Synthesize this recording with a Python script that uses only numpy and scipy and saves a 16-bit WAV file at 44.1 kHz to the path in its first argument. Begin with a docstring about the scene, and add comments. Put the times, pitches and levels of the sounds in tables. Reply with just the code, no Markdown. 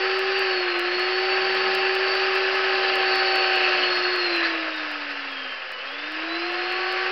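"""Electric chainsaw in a shed

A chainsaw trims a block of wood in a small shed, heard from just above the saw.
The motor hums and whines, the chain rattles round its bar and the cutters tear the wood.
Cooling air hisses, and dry ticks keep a steady beat. The trigger is eased at 0.4 s
and let go at 4.1 s: the saw coasts down, then winds up again from 5.8 s."""
import sys
import numpy as np
from scipy import signal
from scipy.fft import rfft, irfft, next_fast_len
from scipy.io import wavfile

SR = 44100
rng = np.random.default_rng(int(sys.argv[2]) if len(sys.argv) > 2 else 0)


def persist_wave(psi):
    """Save psi, clipped to +-1, as 16-bit WAV."""
    counts = np.round(np.clip(psi, -1, 1) * 32767).astype(np.int16)
    wavfile.write(sys.argv[1], SR, np.atleast_2d(counts).T)


N = 313551
TIME = np.arange(N) / SR


def from_db(db):
    """Turn decibels into a number to multiply a sound by."""
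    return 10 ** (np.asarray(db) / 20)


def unit_level(x):
    """Scale a signal so that its average size (rms) is 1."""
    return x / np.sqrt(np.mean(x ** 2) + 1e-20)


def curve(rows):
    """Join (time, value) points with straight lines, giving a value for every sample."""
    return np.interp(TIME, *np.transpose(rows))


def spells(rows, rest_db=0, fade_s=0.1):
    """A level in dB that rests, then fades to each row's level from its start to its end."""
    level_db = rest_db
    for start, end, db in rows:
        inside_s = np.minimum(TIME - start, end - TIME)
        level_db += (db - rest_db) * np.clip(.5 + inside_s / fade_s, 0, 1)
    return level_db


def drift(rate_hz):
    """A smooth random wobble of size about 1, made by smoothing noise twice."""
    step = 40  # samples between random values
    r = np.exp(-2 * np.pi * step * rate_hz / SR)
    slow = signal.lfilter([1], [1, -2 * r, r * r], rng.standard_normal(N // step + 2002))[2000:]
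    return np.interp(np.arange(N) / step, np.arange(len(slow)), unit_level(slow))


def let_through(x, kind, hz, order):
    """Keep what lies above one pitch ("high") or between two ("band"); more order cuts harder."""
    return signal.sosfilt(signal.butter(order, hz, kind, fs=SR, output="sos"), x)


def colour(x, spectrum):
    """Make some pitches stronger than others, following (pitch_hz, level_db) points."""
    size = next_fast_len(N)
    hz, db = np.transpose(spectrum)
    bin_hz = np.maximum(np.arange(size // 2 + 1) * SR / size, 1)
    gain = from_db(np.interp(np.log(bin_hz), np.log(hz), db))
    return unit_level(irfft(rfft(x, size) * gain, size)[:N])


def resonate(x, rings):
    """Let a sound ring an object at its own pitches; a narrower ring lasts longer."""
    out = np.zeros(N)
    for k, (hz, width, db) in enumerate(rings):
        r = np.exp(-np.pi * width / SR)
        poles = [1, -2 * r * np.cos(2 * np.pi * hz / SR), r * r]
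        out += (-1) ** k * from_db(db) * (1 - r * r) / 2 * signal.lfilter([1, 0, -1], poles, x)
    return unit_level(out)


def bursts(count, fade, uneven_db):
    """One burst of noise each time the count passes a whole number, each with its own strength."""
    which = count.astype(int)
    strength = from_db(uneven_db * np.clip(rng.standard_normal(N), -2, 2))[which]
    return unit_level(strength * np.exp(-fade * (count - which)) * rng.standard_normal(N))


def tone(cycles, flutter, flutter_hz):
    """A single tone whose strength and timing tremble."""
    wobble = 1 + flutter * (drift(flutter_hz) + 1j * drift(flutter_hz))
    return np.real(wobble * np.exp(2j * np.pi * cycles)) / np.sqrt(.5 + flutter ** 2)


FULL_TURNS_PER_S, LINKS_PER_TURN = 380, .52
# How fast the motor spins. Columns: time_s, turns_per_s
MOTOR_SPEED = [(0.0, 376.0), (0.39, 384.3), (0.75, 349.8), (1.1, 369.0), (1.35, 376.0), (1.8, 376.6),
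               (2.1, 379.6), (2.68, 379.4), (3.0, 373.4), (3.35, 371.5), (4.0, 360.3), (4.13, 364.0),
               (4.4, 337.6), (5.0, 293.2), (5.4, 267.0), (5.79, 244.5), (5.92, 277.0), (6.1, 308.2),
               (6.45, 344.8), (6.8, 363.4), (7.11, 369.6)]
def motor_speed():
    """The motor's turns per second at every moment."""
    return curve(MOTOR_SPEED)


def halvings():
    """How far the motor has slowed: 0 at full speed, 1 at half speed."""
    return np.log2(FULL_TURNS_PER_S / motor_speed())


# How hard the chain presses into the wood. Columns: time_s, load (0 to 1)
LOAD = [(0, 0.35), (0.25, 0.079), (0.45, 0.47), (0.65, 0.24), (1.2, 0.37), (1.62, 0.78), (1.95, 0.24),
        (2.12, 0.76), (2.32, .5), (2.85, .85), (3.12, 0.72), (3.75, 1), (4.2, 0.38), (4.55, 0.27),
        (5.8, 0.097), (7.11, .15)]
# The saw is drawn back from the listener, then returns. Columns: time_s, change_db
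NEARNESS = [(0, 0), (4.25, 0.5), (4.48, 1.3), (4.72, -1.5), (5.7, -3.1), (6.3, -2.5), (7.11, 0.5)]
def part_level_db(base_db, halving_db, load_db):
    """A part's level: it drops as the saw slows or moves away, and changes with the load."""
    return base_db - halving_db * halvings() + load_db * curve(LOAD) + curve(NEARNESS)


# The hum carries less well from the drawn-back saw and fades when slowest. Columns: time_s, change_db
HUM_DIPS = [(0, -0.5), (1.6, 0), (4.0, -2), (4.38, -0.5), (4.88, -6), (5.45, -6.5), (5.63, -22), (5.8, -14),
            (5.98, -9.5), (6.35, .5), (6.7, -5.5), (7.11, -5)]
# How the whine swells and fades. Columns: time_s, level_db
WHINE_LEVELS = [(0, -37), (0.15, -38.5), (0.25, -44.5), (0.4, -34), (0.75, -37.5), (1.2, -34.5),
                (1.95, -39), (2.17, -33), (2.45, -51), (2.7, -42), (3.38, -28.5), (3.7, -38.5), (3.86, -32),
                (4.28, -32), (4.5, -44), (5.17, -56.5), (5.33, -42.5), (5.82, -44), (6.1, -52), (6.35, -44),
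                (6.7, -40.5), (7.11, -45)]
def motor(turns, slots=12):
    """The slightly lopsided rotor hums once a turn; the slots around it make a high whine."""
    hum_db = part_level_db(base_db=-26.5, halving_db=20.8, load_db=-2)
    hum_db += curve(HUM_DIPS) + 0.05 * drift(rate_hz=4)
    # A slow motor whines more weakly and less steadily.
    slowness = np.maximum(1 - motor_speed() / FULL_TURNS_PER_S, 0)
    flicker_db = (1.2 + 3.7 * halvings()) * drift(rate_hz=9.1)
    whine_db = curve(WHINE_LEVELS) + flicker_db + .8 - 4 * slowness
    hum = from_db(hum_db) * tone(turns, flutter=0.065, flutter_hz=16)
    whine = from_db(whine_db) * tone(slots * turns, flutter=.14 + 1.4 * slowness, flutter_hz=35)
    # The small housing hardly gives out the hum at its lowest pitch.
    return let_through(hum, "high", hz=260, order=8) + whine


# The tones of links meeting the drive wheel. Columns: cycles_per_link, level_db
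SPROCKET_TONES = [(4, 1), (8, -7.5), (9, -12.5), (12, -13), (13, -17), (16, -16.5)]
# How those tones swell and fade together. Columns: time_s, level_db
SPROCKET_LEVELS = [(0, -39), (0.55, -37), (0.73, -45.5), (1.25, -35), (1.8, -34.5), (2.02, -39.5),
                   (2.55, -37.5), (3.08, -30.5), (3.45, -31.5), (4.05, -41.5), (4.8, -45), (5.2, -62),
                   (5.77, -46), (6.05, -52), (6.38, -40), (7.11, -36)]
def sprocket(links):
    """Links strike the toothed drive wheel evenly, making tones; the weak ones waver most."""
    out = np.zeros(N)
    for cycles_per_link, db in SPROCKET_TONES:
        flutter = .16 if db > -6 else .6
        out += from_db(db) * tone(cycles_per_link * links, flutter, flutter_hz=7.8)
    return from_db(curve(SPROCKET_LEVELS)) * out


# Where the saw's housing rings. Columns: pitch_hz, width_hz, level_db
HOUSING_RINGS = [(489, 51, -11), (718, 63, -12), (1108, 63, -8.5), (1283.5, 69, -2), (1372, 190, -5.5),
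                 (1591, 108, -2.5), (1696, 44.5, -0.5), (1765, 53, -1.5), (1955, 123, -6.5),
                 (2106, 75, -6.5), (2346, 210, -10.5)]
# The chain's broad clatter. Columns: pitch_hz, level_db
CLATTER_COLOUR = [(30, -54), (90, -41), (170, -21.5), (250, -22.5), (400, -8.5), (480, -8), (580, -14.5),
                  (750, -5.5), (950, -6), (1300, -5.5), (1750, -2), (2250, -5), (2900, -5), (3500, -11.5),
                  (6000, -41)]
# Where the steel bar that guides the chain rings. Columns: pitch_hz, width_hz, level_db
BAR_RINGS = [(2553, 145, -3), (2692, 62, 0), (2781, 60, -0.5), (2948, 110, -5), (3113, 160, -11)]
# The bar rings louder in the cut. Columns: start_s, end_s, added_db
BAR_SWELLS = [(0.37, 0.53, 1.5), (1.77, 1.93, 3.5), (2.9, 3.04, 2.5), (3.33, 3.84, 3.5)]
def chain_rattle(links):
    """Links knock on the wheel and bar; the loose chain flaps, so the knocks come in uneven clumps."""
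    rattle_db = part_level_db(base_db=-29.5, halving_db=7.6, load_db=3.27)
    bar_db = part_level_db(base_db=-32.8, halving_db=7.9, load_db=3.1)
    bar_db += spells(BAR_SWELLS) + 0.3 * drift(rate_hz=7)
    flap = from_db(.55 * drift(rate_hz=70))
    knocks = np.abs(links + .18 * drift(rate_hz=40))
    housing = resonate(flap * bursts(knocks, fade=.6, uneven_db=1.0), HOUSING_RINGS)
    clatter = colour(flap * bursts(knocks, fade=.6, uneven_db=1.5), CLATTER_COLOUR)
    bar = resonate(flap * bursts(knocks, fade=0.46, uneven_db=1.0), BAR_RINGS)
    rings = from_db(rattle_db) * housing + from_db(bar_db) * bar
    rings = let_through(rings, "band", hz=[300, 4200], order=2)  # small parts give little bass
    return rings + from_db(rattle_db - 2.5) * clatter


# Where the block and its stand ring. Columns: pitch_hz, width_hz, level_db
BLOCK_RINGS = [(208, 10, -28.5), (294.6, 15, -5), (490, 47, -7.5), (539, 42, 1), (614, 63, 2),
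               (705, 57, -8)]
# The sound of chips spraying against the cover. Columns: pitch_hz, width_hz, level_db
CHIP_RINGS = [(3946, 110, 0), (4500, 340, -1)]
def cutters(links):
    """Every second link has a tooth that tears off a chip, shakes the block and flings the chip out."""
    cutting_db = part_level_db(base_db=-46.5, halving_db=7.5, load_db=10.9)
    cutting_db += drift(rate_hz=3.4)  # a hand-held saw never presses evenly
    teeth = links / 2
    thud = resonate(bursts(teeth, fade=0.34, uneven_db=-1.6), BLOCK_RINGS)
    thud = let_through(thud, "band", hz=[170, 1100], order=3)
    spray = resonate(bursts(teeth, fade=0.35, uneven_db=4.5), CHIP_RINGS)
    spray = let_through(spray, "band", hz=[3300, 5000], order=2)
    return from_db(cutting_db) * unit_level(thud) + from_db(cutting_db - .5) * unit_level(spray)


# Fan air and the chink of the links. Columns: pitch_hz, level_db
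HISS_COLOUR = [(1000, -20), (3000, -8), (3600, -7), (4000, -2), (4450, -2), (4850, 1), (5150, -2),
               (5500, -12), (5850, -18), (6300, -34)]
def air_hiss(links):
    """Cooling air rushes out and the passing links chink in it."""
    hiss_db = part_level_db(base_db=-39.5, halving_db=8.1, load_db=4.5) + 0.66 * drift(rate_hz=3.4)
    return from_db(hiss_db) * colour(bursts(links, fade=0.33, uneven_db=1.26), HISS_COLOUR)


# The pressed block buzzes louder. Columns: start_s, end_s, level_db (at full speed)
BLOCK_BUZZES = [(1.38, 1.86, -55.5), (3.7, 4.05, -58.5)]
# The chain runs slack and sings louder. Columns: start_s, end_s, level_db (at full speed)
SLACK_SPELLS = [(1.75, 3.7, -45), (4.3, 4.43, -35), (6.5, 6.75, -41.5), (6.75, 7.1, -33.5)]
def wood_and_chain_buzz(links, halving_db=19.5):
    """Pressed wood buzzes once per link and a free chain sings six times as fast; slowing fades both."""
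    slowing_db = halving_db * halvings()
    block_db = spells(BLOCK_BUZZES, rest_db=-70) - slowing_db
    slack_db = spells(SLACK_SPELLS, rest_db=-49) - slowing_db
    block = from_db(block_db) * tone(links, flutter=0.42, flutter_hz=13)
    slack = from_db(slack_db) * tone(6 * links, flutter=0.25, flutter_hz=5.4)
    return block + slack


# The low background of the shed. Columns: pitch_hz, level_db
RUMBLE_COLOUR = [(10, -8), (38, 0), (60, -5), (120, -4), (400, -16), (2000, -45)]
def shed_rumble(level_db=-75):
    """A very faint, steady rumble lies under the saw."""
    return from_db(level_db) * colour(rng.standard_normal(N), RUMBLE_COLOUR)


def shed_echo(x, fade_60_db_s=0.13, echo_db=-9.5):
    """Close, cluttered walls add a short, dense echo."""
    t = TIME[:SR // 3]
    tail = rng.standard_normal(len(t)) * np.exp(-np.log(1000) * t / fade_60_db_s)
    tail *= t > .004  # the first bounce takes 4 ms
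    echo = signal.fftconvolve(x, tail / np.linalg.norm(tail))[:N]
    gain = from_db(echo_db)
    return (x + gain * echo) / np.hypot(1, gain)


# The teeth catch or graze the wood. Columns: middle_s, spread_s, level_db, pitch_hz, width_hz
GRAZES = [(0.08, 0.046, -37.5, 493, 45), (3.66, 0.023, -26.5, 2700, 249), (3.835, 0.018, -27.5, 3000, 400),
          (4.364, 0.038, -29, 2600, 545), (4.446, 0.045, -27, 1730, 546), (4.46, 0.012, -31, 4450, 550)]
def grazes():
    """A short, pitched rasp swells and fades wherever the teeth catch."""
    out = np.zeros(N)
    for middle_s, spread_s, db, hz, width in GRAZES:
        ring = [(hz, width, 0)]
        rasp = resonate(resonate(rng.standard_normal(N), ring), ring)
        swell = np.exp(-.5 * ((TIME - middle_s) / spread_s) ** 2)
        out += from_db(db) * swell * rasp
    return out


# Three runs of dry ticks. Columns: start_s, end_s
TICK_RUNS = [(0.1927, 1.45), (1.55, 4.8), (4.916, 7.0)]
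# The ticks that stand out. Columns: time_s, level_db (before the boost)
LOUD_TICKS = [(0.1911, -32), (0.3922, -30.5), (0.7943, -27.5), (0.9953, -35.5), (1.548, -37), (1.7491, -27),
              (1.9501, -32), (2.1512, -37), (2.3517, -34), (2.5528, -38), (2.9548, -29.5), (3.1559, -31),
              (3.3569, -29), (3.558, -34), (3.9601, -39.5), (4.1611, -36), (4.3621, -36.5), (4.9149, -40),
              (5.7186, -38.5), (6.1206, -42.5), (6.7238, -39.5), (6.9248, -37)]
def ticks(gap_s=.2009, faint_db=-49.5, spread_db=4, boost_db=10.5):
    """Sharp, thin clicks on a steady beat, some faint and some loud."""
    beats = np.concatenate([np.arange(start, end, gap_s) for start, end in TICK_RUNS])
    db = faint_db + spread_db * rng.standard_normal(len(beats))
    for time_s, loud_db in LOUD_TICKS:
        nearest = np.argmin(np.abs(beats - time_s))
        db[nearest] = loud_db
    clicks = np.zeros(N)
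    clicks[np.round(beats * SR).astype(int)] = from_db(db + boost_db)
    thin = let_through(clicks + 1e-18, "high", hz=500, order=1)
    return signal.lfilter([1], [1, -.4], thin + 1e-18)  # soften the edge a little


def scene():
    """One motor drives the whole saw, so its tones and rattles rise and fall together."""
    turns = np.cumsum(motor_speed()) / SR  # turns made so far
    links = LINKS_PER_TURN * turns  # chain links passed so far
    tones = motor(turns) + sprocket(links) + wood_and_chain_buzz(links)
    noise = chain_rattle(links) + cutters(links) + air_hiss(links) + grazes()
    noise = let_through(noise, "high", hz=130, order=2)  # the saw is too small for deep bass
    return (tones + shed_echo(noise) + shed_rumble())[None]


def record(dry, microphone_top_hz=5820, cutoff_hz=15900, offset=.0022):
    """The microphone dulls the saw; ticks and a tiny constant are added, then the top treble is cut."""
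    microphone = signal.cheby1(10, .1, microphone_top_hz, fs=SR, output="sos")
    treble_cut = signal.ellip(10, .2, 80, cutoff_hz, fs=SR, output="sos")
    dull = signal.sosfilt(microphone, dry)
    return signal.sosfilt(treble_cut, dull + ticks() + offset)


dry = scene()
out = record(dry)
persist_wave(out)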